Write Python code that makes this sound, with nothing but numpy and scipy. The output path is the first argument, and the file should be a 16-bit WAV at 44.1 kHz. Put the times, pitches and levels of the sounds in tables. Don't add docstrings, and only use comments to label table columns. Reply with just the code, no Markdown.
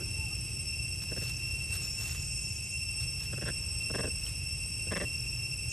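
import sys
import numpy as np
from scipy import signal
from scipy.fft import rfft, irfft
from scipy.io import wavfile
from scipy.ndimage import uniform_filter1d

SR = 44100
rng = np.random.default_rng(int(sys.argv[2]) if len(sys.argv) > 2 else 0)


def to_wav(sig):
    pcm = np.clip(np.atleast_2d(sig), -1, 1) * 32767
    pcm = np.round(pcm).astype(np.int16)
    wavfile.write(sys.argv[1], SR, pcm.T)


N = 252252
TIME = np.arange(N) / SR
FREQS = np.fft.rfftfreq(N, 1 / SR)

# (time [s], length [s], level [dB], mouth ring [Hz], brightness [dB])
GRUNTS = [(0.001, 0.029, -53, 1490, -10), (1.109, .025, -47.5, 1580, -12), (1.164, 0.021, -47.5, 1660, -9),
          (1.212, 0.02, -51.5, 1745, -11), (3.329, .014, -49, 1460, -7), (3.375, 0.014, -51, 1473, -8),
          (3.414, 0.024, -45, 1620, -7), (3.454, 0.054, -42, 1560, 0), (3.9, 0.015, -45.5, 1382, -13),
          (3.94, 0.022, -40.5, 1620, -5.5), (3.979, 0.035, -40, 1680, -7), (4.029, 0.029, -42, 1570, -8.5),
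          (4.055, 0.033, -46, 1550, -12), (4.868, 0.019, -53.5, 1490, -16),
          (4.909, 0.029, -39.5, 1774, -4.5), (4.954, 0.028, -38.5, 1835, -1.5),
          (5.001, .022, -41, 1870, -2.5), (5.019, 0.03, -44, 1800, -7)]


def macaques():
    track = np.zeros(N)
    for start, length, db, mouth_hz, bright_db in GRUNTS:
        add(track, start, grunt(length, db, mouth_hz, bright_db))
    return track


# (frequency [Hz], width [Hz], weight [dB], extra weight [dB per dB above an average grunt])
THROAT_RINGS = [(191, 114, -1, 0.97), (312, 180, -1, 0.77), (520, 203, -1.5, 1)]


def grunt(length, db, mouth_hz, bright_db, pulse_hz=170, jitter=.14, rasp=.07, rasp_s=.0035):
    t = np.arange(int(length * SR) + SR // 50) / SR
    gap_luck, size_luck = rng.standard_normal((16, 2)).T
    gaps = np.clip(1 + jitter * gap_luck, .5, 2) / pulse_hz
    slaps = np.zeros(len(t))
    for start, size in zip(np.cumsum(gaps) - gaps[0], undb(1.5 * size_luck)):
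        if start < length:
            effort = size * np.sin(np.pi * (start + .003) / (length + .004)) ** .6
            puff = (t >= start) * np.exp(-abs(t - start) / rasp_s)
            slaps += effort * rasp * puff * rng.standard_normal(len(t))
            slaps[int(start * SR)] += effort
    force_db = db - np.mean(GRUNTS, axis=0)[2]
    throat = sum((-1) ** k * undb(weight + growth * force_db) * ring(slaps, hz, width)
                 for k, (hz, width, weight, growth) in enumerate(THROAT_RINGS))
    throat = signal.sosfilt(signal.butter(4, [120, 670], "bandpass", fs=SR, output="sos"), throat)
    mouth = ring_twice(slaps, mouth_hz, width=460, db=0)
    upper = ring_twice(slaps, hz=3250, width=550, db=-10)
    hiss = ring_twice(slaps, hz=6200, width=4200, db=-14)
    middle = ring_twice(slaps, hz=1130, width=340, db=-17 + 1.34 * force_db)
    voice = level(throat, 0) + undb(bright_db) * (mouth + upper + hiss) + middle
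    return level(voice, db) * np.sqrt(len(t) / (length * SR))


# (middle time [s], half length [s], relative level [dB])
RUSTLES = [(1.029, 0.0086, -48), (1.21, 0.056, -54), (1.255, 0.041, -51.5), (1.47, 0.33, -58.5),
           (1.742, 0.022, -43.5), (1.838, .025, -47.5), (2.015, 0.022, -51), (2.116, 0.086, -47.5),
           (3.02, 0.016, -47), (3.227, 0.033, -48), (4.273, 0.049, -49)]
# (frequency [Hz], relative level [dB])
LEAF_TONE = [(300, -6), (900, -6.5), (1700, -3.5), (4000, -2.5), (6500, -1), (9000, -1), (12000, -1),
             (15500, 1)]


def leaves(cracks_per_s=2200, patchy_db=2):
    motion = sum(undb(db) * np.exp(-.5 * ((TIME - middle) / half) ** 2) for middle, half, db in RUSTLES)
    cracks = (rng.random((2, N)) < cracks_per_s / SR) * rng.choice([-1, 1], (2, N))
    sizes = undb(3.5 * np.minimum(rng.exponential(size=(2, N)), 3.5))
    crackle = spread(colour(cracks * sizes, LEAF_TONE), width=.1)
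    return motion * undb(patchy_db * drift(70)) * level(crackle, 2.9)


# (time [s], ring [Hz], ring width [Hz], level [dB])
SNAPS = [(1.022, 2200, 3000, -56), (1.279, 4200, 3000, -49), (1.368, 6300, 800, -47),
         (2.095, 2500, 3000, -54), (2.148, 2000, 2500, -52), (3.021, 4000, 3000, -56),
         (3.823, 3700, 1800, -58), (4.265, 3000, 500, -46.5)]


def stalks(fade_s=.002):
    track, t = np.zeros(N), np.arange(SR // 50) / SR
    for start, hz, width, db in SNAPS:
        crack = rng.standard_normal(len(t)) * np.exp(-t / fade_s)
        add(track, start, ring_twice(crack, hz, width, db))
    return track


# (time [s], starting pitch [Hz], level before the echo [dB])
CHIPS = [(1.818, 7400, -44), (1.907, 7260, -47), (2.628, 7140, -47), (2.705, 7140, -46), (5.690, 7100, -42)]


def bird(length=.02, fall=.118):
    track, progress = np.zeros(N), np.linspace(0, 1, int(length * SR))
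    for start, hz, db in CHIPS + trill():
        buzz = .045 * np.interp(progress, np.linspace(0, 1, 30), rng.standard_normal(30))
        pitch = hz * (1 - fall * progress + buzz)
        add(track, start, undb(db) * np.sin(np.pi * progress) * whistle(pitch))
    return track


def trill(count=11, start=1.975, gap_s=.0535, slowing_s=.00056, sink_hz_per_s=520, fade_db_per_s=1.5):
    k = np.arange(count)
    delays = gap_s * k + slowing_s * k ** 2 / 2
    return [(start + delay, 7350 - sink_hz_per_s * delay, -46.5 - fade_db_per_s * delay)
            for delay in delays]


# (time [s], length [s], top pitch [Hz], level before the echo [dB])
HOOTS = [(.155, .14, 890, -56.5), (.305, .035, 830, -58), (.305, .035, 1260, -60), (2.92, .13, 860, -64)]


def hoots(arch=.57):
    track = np.zeros(N)
    for start, length, hz, db in HOOTS:
        progress = np.linspace(0, 1, int(length * SR))
        pitch = hz * (1 - arch * (progress - .4) ** 2)
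        swell = np.sqrt(abs(np.sin(np.pi * progress)))
        add(track, start, undb(db) * swell * whistle(pitch))
    return track


# (pitch [times the click rate], level [dB], swing [dB])
STRONG_TONES = [(5, -45, 2.5), (10, -43.5, 1.95), (15, -46.5, 2.5)]
# (pitch [times the click rate], level [dB])
WEAK_TONES = [(4, -70), (6, -66.5), (7, -74.5), (9, -64), (11, -60), (12, -65.5), (16, -60.5), (17, -66),
              (20, -49.5), (21, -64.5)]


def near_cicadas(fades_per_s=9):
    strong = [(multiple, db + swing * drift(fades_per_s)) for multiple, db, swing in STRONG_TONES]
    return chorus(strong + WEAK_TONES, click_hz=542, detune=.0043, waver=.0026, wavers_per_s=25, count=8)


# (pitch [times the click rate], level [dB])
FAR_TONES = [(5, -50), (10, -52.5), (15, -54.5), (20, -82)]


def far_cicadas():
    return chorus(FAR_TONES, click_hz=528.1, detune=.028, waver=.016, wavers_per_s=120, count=10)


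def chorus(tones, click_hz, detune, waver, wavers_per_s, count):
    rates = [click_hz * (1 + offset + waver * drift(wavers_per_s))
             for offset in detune * np.linspace(-1, 1, count)]
    phases = 2 * np.pi * np.cumsum(rates, axis=1) / SR
    track = np.zeros(N)
    for multiple, db in tones:
        head_starts = 2 * np.pi * rng.random((count, 1))
        flutter = np.sin(multiple * phases + head_starts).sum(axis=0)
        track += undb(db) * flutter / np.sqrt(uniform_filter1d(flutter ** 2, SR // 10))
    return track


# (frequency [Hz], relative level [dB])
INSECT_TONE = [(1500, -26.5), (2300, 6.5), (2800, 13.5), (3600, -12), (4500, -9), (5300, 22), (6300, -1.5),
               (7200, 3.5), (8200, 15), (9200, -6.5), (10800, 17), (11800, -34), (13000, -93)]


def insect_hiss():
    noise = spread(rng.standard_normal((2, N)), width=.053)
    return level(colour(noise, INSECT_TONE), -46)


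# (frequency [Hz], relative level [dB])
TRAFFIC_TONE = [(20, -32), (35, -16), (55, 0), (85, 0), (125, -0.5), (170, -12.5), (240, -22.5), (350, -24),
                (550, -31.5), (1000, -36.5), (2200, -39.5), (4000, -41.5)]
# (time [s], level [dB])
TRAFFIC_SWELL = [(0.1, -38.5), (0.7, -40.5), (1.5, -39.5), (2.35, -40), (2.76, -42.5), (3.05, -39.5),
                 (4.15, -39.5), (4.7, -40.5), (5.6, -40)]


def traffic(right_louder_db=.6):
    middle, side = rng.standard_normal((2, N))
    side = irfft(rfft(side) * np.minimum(FREQS / 800, .7), N)
    rumble = colour(spread([middle, side], width=1), TRAFFIC_TONE)
    even = rumble / np.sqrt(uniform_filter1d(np.mean(rumble ** 2, axis=0), SR // 2))
    swell_db = np.interp(TIME, *np.transpose(TRAFFIC_SWELL))
    return even * undb(swell_db + right_louder_db * np.array([[-.5], [.5]]))


# (frequency [Hz], relative level [dB])
VEHICLE_TONE = [(90, -25), (150, 5), (220, -10), (350, -7), (550, -23), (1000, -33)]


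def vehicle(start_db=-51, fade_db_per_s=6):
    drone = colour(spread(rng.standard_normal((2, N)), width=.36), VEHICLE_TONE)
    return level(drone, start_db) * undb(-fade_db_per_s * TIME)


def forest_echo(x, echo_db, fade_s):
    t = np.arange(SR // 2) / SR
    tail = rng.standard_normal((2, len(t))) * undb(-60 * t / fade_s) * (t > .004)
    tail /= np.sqrt(np.sum(tail ** 2, axis=1, keepdims=True))
    return x + undb(echo_db) * signal.fftconvolve(x[None], tail, axes=1)[:, :N]


def undb(db):
    return 10 ** (np.asarray(db) / 20)


def level(x, db):
    return x * undb(db) / np.sqrt(np.mean(x ** 2) + 1e-20)


def add(track, start_s, x):
    start = max(int(start_s * SR), 0)
    part = x[:max(N - start, 0)]
    track[start:start + len(part)] += part


def colour(x, points):
    hz, db = np.transpose(points)
    return irfft(rfft(x) * undb(np.interp(np.log(FREQS + 1), np.log(hz), db)), N)


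def ring(x, hz, width):
    return signal.lfilter(*signal.iirpeak(hz, hz / width, fs=SR), x)


def ring_twice(x, hz, width, db):
    return level(ring(ring(x, hz, width), hz, width), db)


def whistle(pitch_hz):
    return np.sin(2 * np.pi * np.cumsum(pitch_hz) / SR)


def drift(rate):
    targets = rng.standard_normal(int(N / SR * rate) + 3)
    return 1.2 * np.interp(TIME * rate + rng.random(), np.arange(len(targets)), targets)


def spread(x, width):
    return x[0] + width * x[1] * np.array([[1], [-1]])


def scene():
    hiss = insect_hiss()
    grunts = forest_echo(macaques(), echo_db=-16, fade_s=.15)
    chips = forest_echo(bird(), echo_db=7, fade_s=.37)
    calls = forest_echo(hoots(), echo_db=-7, fade_s=.3)
    ground = leaves() + stalks()
    insects = near_cicadas() + far_cicadas() + hiss
    return grunts + ground + chips + calls + insects + traffic() + vehicle()


# (frequency [Hz], lead [radians])
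LEFT_LEAD = [(0, 0), (780, 0.2), (2240, 0.1), (3190, 0.7), (3620, 0.2), (4480, 0.1), (4910, 0.6),
             (7060, -0.1), (8180, 0.6), (8870, -0.2), (9130, -1.3), (10900, -4.3), (11700, -6.2),
             (12300, -6.3)]


def record(dry, top_hz=12300):
    lead = np.interp(FREQS, *np.transpose(LEFT_LEAD))
    right = irfft(rfft(dry[1]) * np.exp(-1j * lead), N)
    low_pass = signal.ellip(8, .2, 70, top_hz, fs=SR, output="sos")
    return signal.sosfilt(low_pass, np.array([dry[0], right]))


dry = scene()
out = record(dry)
to_wav(out)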